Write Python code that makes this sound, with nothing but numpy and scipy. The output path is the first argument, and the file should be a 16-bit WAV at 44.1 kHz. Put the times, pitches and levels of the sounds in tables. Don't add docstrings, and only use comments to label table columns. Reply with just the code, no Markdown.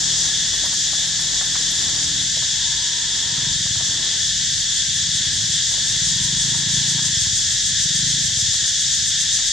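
import sys
import numpy as np
from scipy import signal
from scipy.fft import rfft, irfft
from scipy.io import wavfile
from scipy.ndimage import uniform_filter1d

SR = 44100
rng = np.random.default_rng(int(sys.argv[2]) if len(sys.argv) > 2 else 0)


def to_wav(s):
    ch = np.atleast_2d(s).T
    pcm = np.round(np.clip(ch, -1, 1) * 32767)
    wavfile.write(sys.argv[1], SR, pcm.astype(np.int16))


N = 419832
T = np.arange(N) / SR
HZ = np.fft.rfftfreq(N, 1 / SR)


# time_s, low_db, high_db
CHORUS_LEVELS = [(0, -25.5, -22), (1.2, -25.5, -23), (3, -25.5, -24), (4.3, -25.5, -23.5),
                 (5.4, -25, -23.5), (7.4, -25, -22.5), (9.52, -25.5, -22.5)]
# (relative, per Hz)
SONG_SPECTRUM = [(1250, -33.5), (1740, -7), (1900, -12), (2400, -22), (2920, -12.5), (3400, 2), (3750, -1),
                 (4050, -7.5), (4560, -8), (5160, -7), (7120, -6.5), (8400, -19), (9320, -30.5),
                 (15500, -55)]
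# (relative, per Hz)
SONG_SIDE_SPECTRUM = [(1300, -36), (1720, -12), (2070, -18), (2470, -28), (2800, -15.5), (3480, -3),
                      (4370, -9.5), (7040, -1), (8060, -8.5), (9420, -24.5), (13000, -35), (15500, -54)]
VOICE_SPLIT_HZ = 4300


def chorus():
    mid = crowd(count=16) * colour(SONG_SPECTRUM)
    side = crowd(count=16) * colour(SONG_SIDE_SPECTRUM) * undb(-7.5)
    low_share = 1 / (1 + (HZ / VOICE_SPLIT_HZ) ** 12)
    out = 0
    for share, level_db in zip((low_share, 1 - low_share), columns(CHORUS_LEVELS)):
        mid_band, side_band = irfft(mid * share, N), irfft(side * share, N)
        flicker_db = .3 * walk(8.0) + .5 * walk(18.0)
        ears = np.array([mid_band + side_band, mid_band - side_band]) / np.std(mid_band)
        out = out + undb(level_db + flicker_db) * ears
    return out


def crowd(count):
    clicks = np.zeros(N)
    for click_hz in rng.uniform(190, 330, count):
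        intervals = SR / click_hz * (1 + .15 * rng.standard_normal(N // 120))
        at = np.cumsum(intervals).astype(int)
        clicks[at[at < N]] += rng.choice([-1, 1])
    blur = rng.standard_normal(N) * np.exp(-T / .5)
    return rfft(clicks) * np.exp(1j * np.angle(rfft(blur)))


# frequency_hz, width_hz, level_db
SINGER_MODES = [(5200, 1300, -8), (6500, 1100, 0), (7300, 1100, -2), (8050, 1000, -4), (9600, 1000, -22),
                (11300, 1200, -28), (13000, 1000, -33), (14500, 1200, -41)]
THROB_S, THROB_HZ, QUICKEN_HZ_PER_S = 4.767, 5.03, .575
THROB_SCATTER_DB = .7
SINGER_START_S, SINGER_DB, START_BELOW_DB, WARM_UP_S = 4.25, -30, 16, 0.48


def singer():
    since = T - THROB_S
    throbs = THROB_HZ * since + QUICKEN_HZ_PER_S * since ** 2 / 2
    swell = (.5 + .5 * np.cos(2 * np.pi * throbs)) ** 2.2
    sung_s = np.clip(T - SINGER_START_S, 0, None)
    level_db = SINGER_DB - START_BELOW_DB * np.exp(-sung_s / WARM_UP_S) + THROB_SCATTER_DB * walk(6.0)
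    gain = undb(level_db) * (0.32 + 1.55 * swell) * np.clip(sung_s / .2, 0, 1)
    click_turns = np.cumsum(262 * (1 + .03 * walk(3.0))) / SR
    click_gate = 0.59 + np.exp(-(click_turns % 1) / .3)
    body = resonances(SINGER_MODES, order=3)
    both, left, right = (unit(through(click_gate * rng.standard_normal(N), body)) for _ in range(3))
    return gain * (.7 * both + .7 * np.array([left, right]))


# start_s, peak_db, pitch_hz, crackle_peak_db
LANDINGS = [(0.247, -35, 1010, -35), (0.284, -30.5, 1080, -33), (0.529, -34, 735, -29),
            (0.636, -26.5, 800, -26), (0.724, -32, 1000, -25), (0.859, -34, 956, -32),
            (0.927, -28, 929, -39), (0.978, -35, 501, -31), (1.19, -30, 1170, -24), (1.33, -34, 727, -37),
            (1.408, -20, 1150, -30), (1.443, -32, 1240, -26), (1.549, -22, 1220, -32),
            (1.597, -36, 624, -34), (1.695, -39, 560, -23), (5.242, -35.5, 1300, -41),
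            (7.259, -33, 1300, -40), (8.297, -38, 880, -41), (8.376, -36, 530, -40), (8.535, -36, 859, -40),
            (9.384, -34, 1090, -40)]
# time_s, level_db
RUSTLE_LEVELS = [(0, -55), (.3, -42), (1.8, -44.5), (2.3, -48), (2.8, -57)]
# (relative, per Hz)
LEAF_SPECTRUM = [(300, -22), (600, -3.5), (1200, -8), (4000, -5), (9000, -2), (15000, -31)]
PAW_S = 0.034


def monkeys():
    landings = np.zeros(N)
    for start_s, peak_db, pitch_hz, crackle_db in LANDINGS:
        add(landings, start_s, peak_db, pitch_hz / 1.71, pitch_hz * 1.72, PAW_S)
        add(landings, start_s, crackle_db, 5000, 10500, PAW_S)
    present = rng.random(N) < .05
    grain_db = 2.5 * rng.exponential(size=N) + 3.5 * walk(14.0)
    grains = rng.standard_normal((2, N)) * present * undb(grain_db)
    shared = 3.0 * grains.sum(axis=0)
    leaves = [unit(through(ear + shared, colour(LEAF_SPECTRUM))) for ear in grains]
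    rustle_db = np.interp(T, *np.transpose(RUSTLE_LEVELS), right=-120)
    return landings + np.array(leaves) * undb(rustle_db)


# frequency_hz, width_hz, level_db
SHUT_MODES = [(106.3, 101, 0), (210, 90, -33)]
# frequency_hz, width_hz, level_db
OPEN_MODES = [(80, 50, -12), (140, 95, 0), (230, 80, -12), (300, 70, -20)]
# first_firing_s, end_s
BLIP_TIMES = [(3.266, 3.9), (4.896, 5.52), (5.84, 7.6), (7.657, 8.75)]
BLIP_LEVELS = [-23, -24.5, -24, -24]
TICK_OVER_HZ = 13
SLOW_LOSS_DB, SLOW_SPAN_HZ = 8, 1.9


def motorbike():
    shut, wide = 0, 0
    for (first_s, end_s), blip_db in zip(BLIP_TIMES, BLIP_LEVELS):
        firing_hz, opening = revs(first_s, end_s)
        turns = np.cumsum(firing_hz * (T >= first_s - .01)) / SR + .999
        level_db = blip_db - SLOW_LOSS_DB * np.exp(-(firing_hz - TICK_OVER_HZ) / SLOW_SPAN_HZ)
        fired = pulses(turns, scatter_db=1.0) * undb(level_db) * inside(first_s, end_s, fade_s=0.089)
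        shut = shut + fired * (1 - opening)
        wide = wide + fired * opening
    out = 0
    for fired, modes in ((shut, SHUT_MODES), (wide, OPEN_MODES)):
        pipe = resonances(modes, order=3)
        out = out + through(fired, pipe) / np.abs(irfft(pipe, N)).max()
    return out


# time_s, firing_rate_hz (that the engine then heads for)
THROTTLE_TWISTS = [(3.238, 31.4), (3.39, 18.15), (3.59, 14.26), (4.836, 17.54), (5.819, 23.8),
                   (6.151, 27.9), (6.877, 29.17), (7.047, 11.8), (7.731, 30.06), (8.178, 12.14)]
FLYWHEEL_S, OPEN_SPAN_HZ, GAS_S = .101, 12, 0.033


def revs(first_s, end_s):
    aim_hz = np.full(N, float(TICK_OVER_HZ))
    for twist_s, target_hz in THROTTLE_TWISTS:
        if first_s - FLYWHEEL_S < twist_s < end_s:
            aim_hz[T >= twist_s] = target_hz
    firing_hz = lagged(aim_hz, FLYWHEEL_S)
    fed_hz = np.minimum(firing_hz, lagged(aim_hz, GAS_S))
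    return firing_hz, np.clip((fed_hz - TICK_OVER_HZ) / OPEN_SPAN_HZ, 0, 1)


def lagged(aim_hz, lag_s):
    keep = np.exp(-1 / (lag_s * SR))
    pole = [1, -keep]
    rise_hz = signal.lfilter([(1 - keep) ** 2], np.convolve(pole, pole), aim_hz - TICK_OVER_HZ)
    return TICK_OVER_HZ + rise_hz


# time_s, pitch_hz
ZOOM_RUNS = [
    [(2.5, 825), (2.6, 940), (2.82, 938), (2.9, 975), (3.03, 935), (3.3, 950), (3.48, 967), (3.52, 920)],
    [(6.02, 915), (6.13, 925), (6.2, 978), (6.43, 930), (6.62, 930), (6.775, 983), (6.8, 915), (7.09, 946)],
]
ZOOM_LEVELS = [-49.5, -53.5]
# start_s, swing_hz, length_s
MOTOR_JOLTS = [(2.583, 65, .25), (3.03, 60, .17)]
HUNT_HZ, HUNT_DECAY_S = 14.2, .4
SPIN_UP_S = .14


def zoom():
    hunt_hz = 0
    for jolt_s, swing_hz, length_s in MOTOR_JOLTS:
        swing = -swing_hz * np.cos(2 * np.pi * HUNT_HZ * (T - jolt_s))
        decay = np.exp(-np.abs(T - jolt_s) / HUNT_DECAY_S)
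        hunt_hz = hunt_hz + swing * decay * (T > jolt_s) * (T < jolt_s + length_s)
    out = 0
    for run, level_db in zip(ZOOM_RUNS, ZOOM_LEVELS):
        start_s, end_s = run[0][0], run[-1][0]
        pitch_hz = columns(run)[0] + hunt_hz + 10.5 * walk(40.0)
        whine = np.sqrt(2) * np.sin(2 * np.pi * np.cumsum(pitch_hz) / SR)
        spin_up = np.clip((T - start_s) / SPIN_UP_S + 0.34, 0, 1)
        gain = undb(level_db + 1.7 * walk(22.0)) * inside(start_s, end_s, fade_s=.03) * spin_up
        out = out + gain * whine
    return out


# start_s, peak_db, pitch_hz
SHELL_KNOCKS = [(2.366, -29, 584), (2.42, -26, 999), (3.366, -35, 960), (3.657, -32, 710),
                (3.75, -33.5, 888), (3.795, -29, 800), (5.712, -38, 673), (5.734, -32, 877),
                (5.774, -37, 571), (6.54, -32.5, 931), (6.98, -27, 1250), (7.04, -37, 942)]
KNOCK_S = 0.038


def knocks():
    out = np.zeros(N)
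    for start_s, peak_db, pitch_hz in SHELL_KNOCKS:
        add(out, start_s, peak_db, pitch_hz / 1.6, pitch_hz * 1.58, KNOCK_S)
    return out


# time_s, level_db
IDLING_LEVELS = [(0, -41), (1.3, -43.5), (2.25, -41.5), (2.7, -49.5), (4.3, -44), (5.6, -46), (7.5, -52),
                 (8.5, -46.5), (9.52, -50.5)]
# multiple (of the firing rate), level_db (relative)
IDLE_LINES = [(2, -4), (3, -7), (4, 0), (5, -7), (7, -10), (10, -17)]
# time_s, rumble_db, tyre_wash_db
ROAD_LEVELS = [(0, -41.5, -44.5), (1.6, -42.5, -48), (2.7, -41.5, -48), (4.9, -41, -53), (5.7, -40, -49.5),
               (7.3, -39, -50.5), (9.52, -44.5, -59)]
# (relative, per Hz)
RUMBLE_SPECTRUM = [(25, -24), (45, -30), (65, 0), (110, 4), (170, -0.5), (240, -9.5), (400, -51)]
# (relative, per Hz)
WASH_SPECTRUM = [(120, -18), (250, 0.5), (420, -4), (520, -8.5), (900, -6), (1400, -8.5), (3000, -40),
                 (9000, -60)]
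IDLE_HZ = 40.4
HUM_HZ, HUM_DB = 49.7, -46


def traffic():
    engine_db = columns(IDLING_LEVELS)[0]
    road_db, wash_db = columns(ROAD_LEVELS)
    turns = np.cumsum(IDLE_HZ * (1 + 0.00384 * walk(1.494))) / SR
    dull_db = 0.11 * (engine_db - engine_db.max())
    engine = 0
    for multiple, line_db in IDLE_LINES:
        line = np.sin(2 * np.pi * (multiple * turns + rng.random()))
        engine = engine + undb(line_db + multiple * dull_db + 2.5 * walk(4.0)) * line
    hum = undb(HUM_DB) * spread(resonances([(HUM_HZ, 7, 0)], order=2), .03)
    road = undb(road_db + 2.14 * walk(8.1)) * spread(colour(RUMBLE_SPECTRUM), 0.096)
    wash = undb(wash_db + 2.0 * walk(5.5)) * spread(colour(WASH_SPECTRUM), 0.24)
    return unit(engine) * undb(engine_db) + hum + road + wash


def undb(db):
    return 10 ** (np.asarray(db) / 20)


def unit(x):
    return x / np.sqrt(np.mean(x ** 2))


def columns(table):
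    times, *rest = np.transpose(table)
    return [np.interp(T, times, column) for column in rest]


def colour(points):
    hz, db = np.transpose(points)
    return undb(np.interp(np.log(HZ + 1), np.log(hz), db))


def resonances(modes, order):
    f = HZ + 1
    return sum(undb(db) / (1 + 1j * (f - hz ** 2 / f) / width) ** order for hz, width, db in modes)


def through(x, response):
    return irfft(rfft(x) * response, N)


def walk(rate):
    hold = int(SR / rate)
    steps = np.repeat(rng.standard_normal(N // hold + 1), hold)
    return 1.3 * uniform_filter1d(uniform_filter1d(steps, hold), hold)[:N]


def pulses(turns, scatter_db):
    out = np.zeros(N)
    at = np.flatnonzero(np.diff(np.floor(turns)))
    out[at] = undb(scatter_db * rng.standard_normal(N // 50)[:len(at)])
    return out


def inside(start_s, end_s, fade_s):
    return (T >= start_s - .01) * np.clip(1 + (end_s - T) / fade_s, 0, 1)


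def spread(response, side_share):
    mid, side = (through(rng.standard_normal(N), response) for _ in range(2))
    return np.array([mid + side_share * side, mid - side_share * side]) / np.std(mid)


def add(out, start_s, peak_db, low_hz, high_hz, length_s):
    t = np.arange(int(.12 * SR)) / SR
    band = signal.butter(3, [low_hz, high_hz], "band", fs=SR, output="sos")
    shape = np.minimum(t / .004, 1) * np.exp(-np.log(1000) * t / (3 * abs(length_s)))
    grain = np.repeat(rng.random(len(t) // 128 + 1), 128)[:len(t)]
    burst = signal.sosfilt(band, rng.standard_normal(len(t)) * shape * grain)
    first = int(start_s * SR)
    out[first:first + len(t)] += burst * undb(peak_db) / np.abs(burst).max()


def scene():
    return chorus() + singer() + monkeys() + motorbike() + zoom() + knocks() + traffic()


LEFT_DB, BASS_LEFT_DB = 1.8, .4
SPLIT_HZ, TREBLE_LAG_S = 4000, .010504
TOP_HZ = 15740


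def record(dry):
    bass = np.clip((SPLIT_HZ + 40 - HZ) / 60, 0, 1) / np.sqrt(1 + (HZ / 4100) ** 8)
    treble = np.exp(-2j * np.pi * HZ * TREBLE_LAG_S) / np.sqrt(1 + (3940 / (HZ + 1)) ** 30)
    left_db = np.interp(HZ, [130, 260], [BASS_LEFT_DB, LEFT_DB])
    ports = undb(np.array([left_db, -left_db]) / 2)
    both = irfft(rfft(dry) * (bass + treble) * ports, N)
    mic = signal.sosfilt(signal.butter(2, 40, "high", fs=SR, output="sos"), both)
    return signal.sosfilt(signal.ellip(14, .2, 70, TOP_HZ, fs=SR, output="sos"), mic)


dry = scene()
out = record(dry)
to_wav(out)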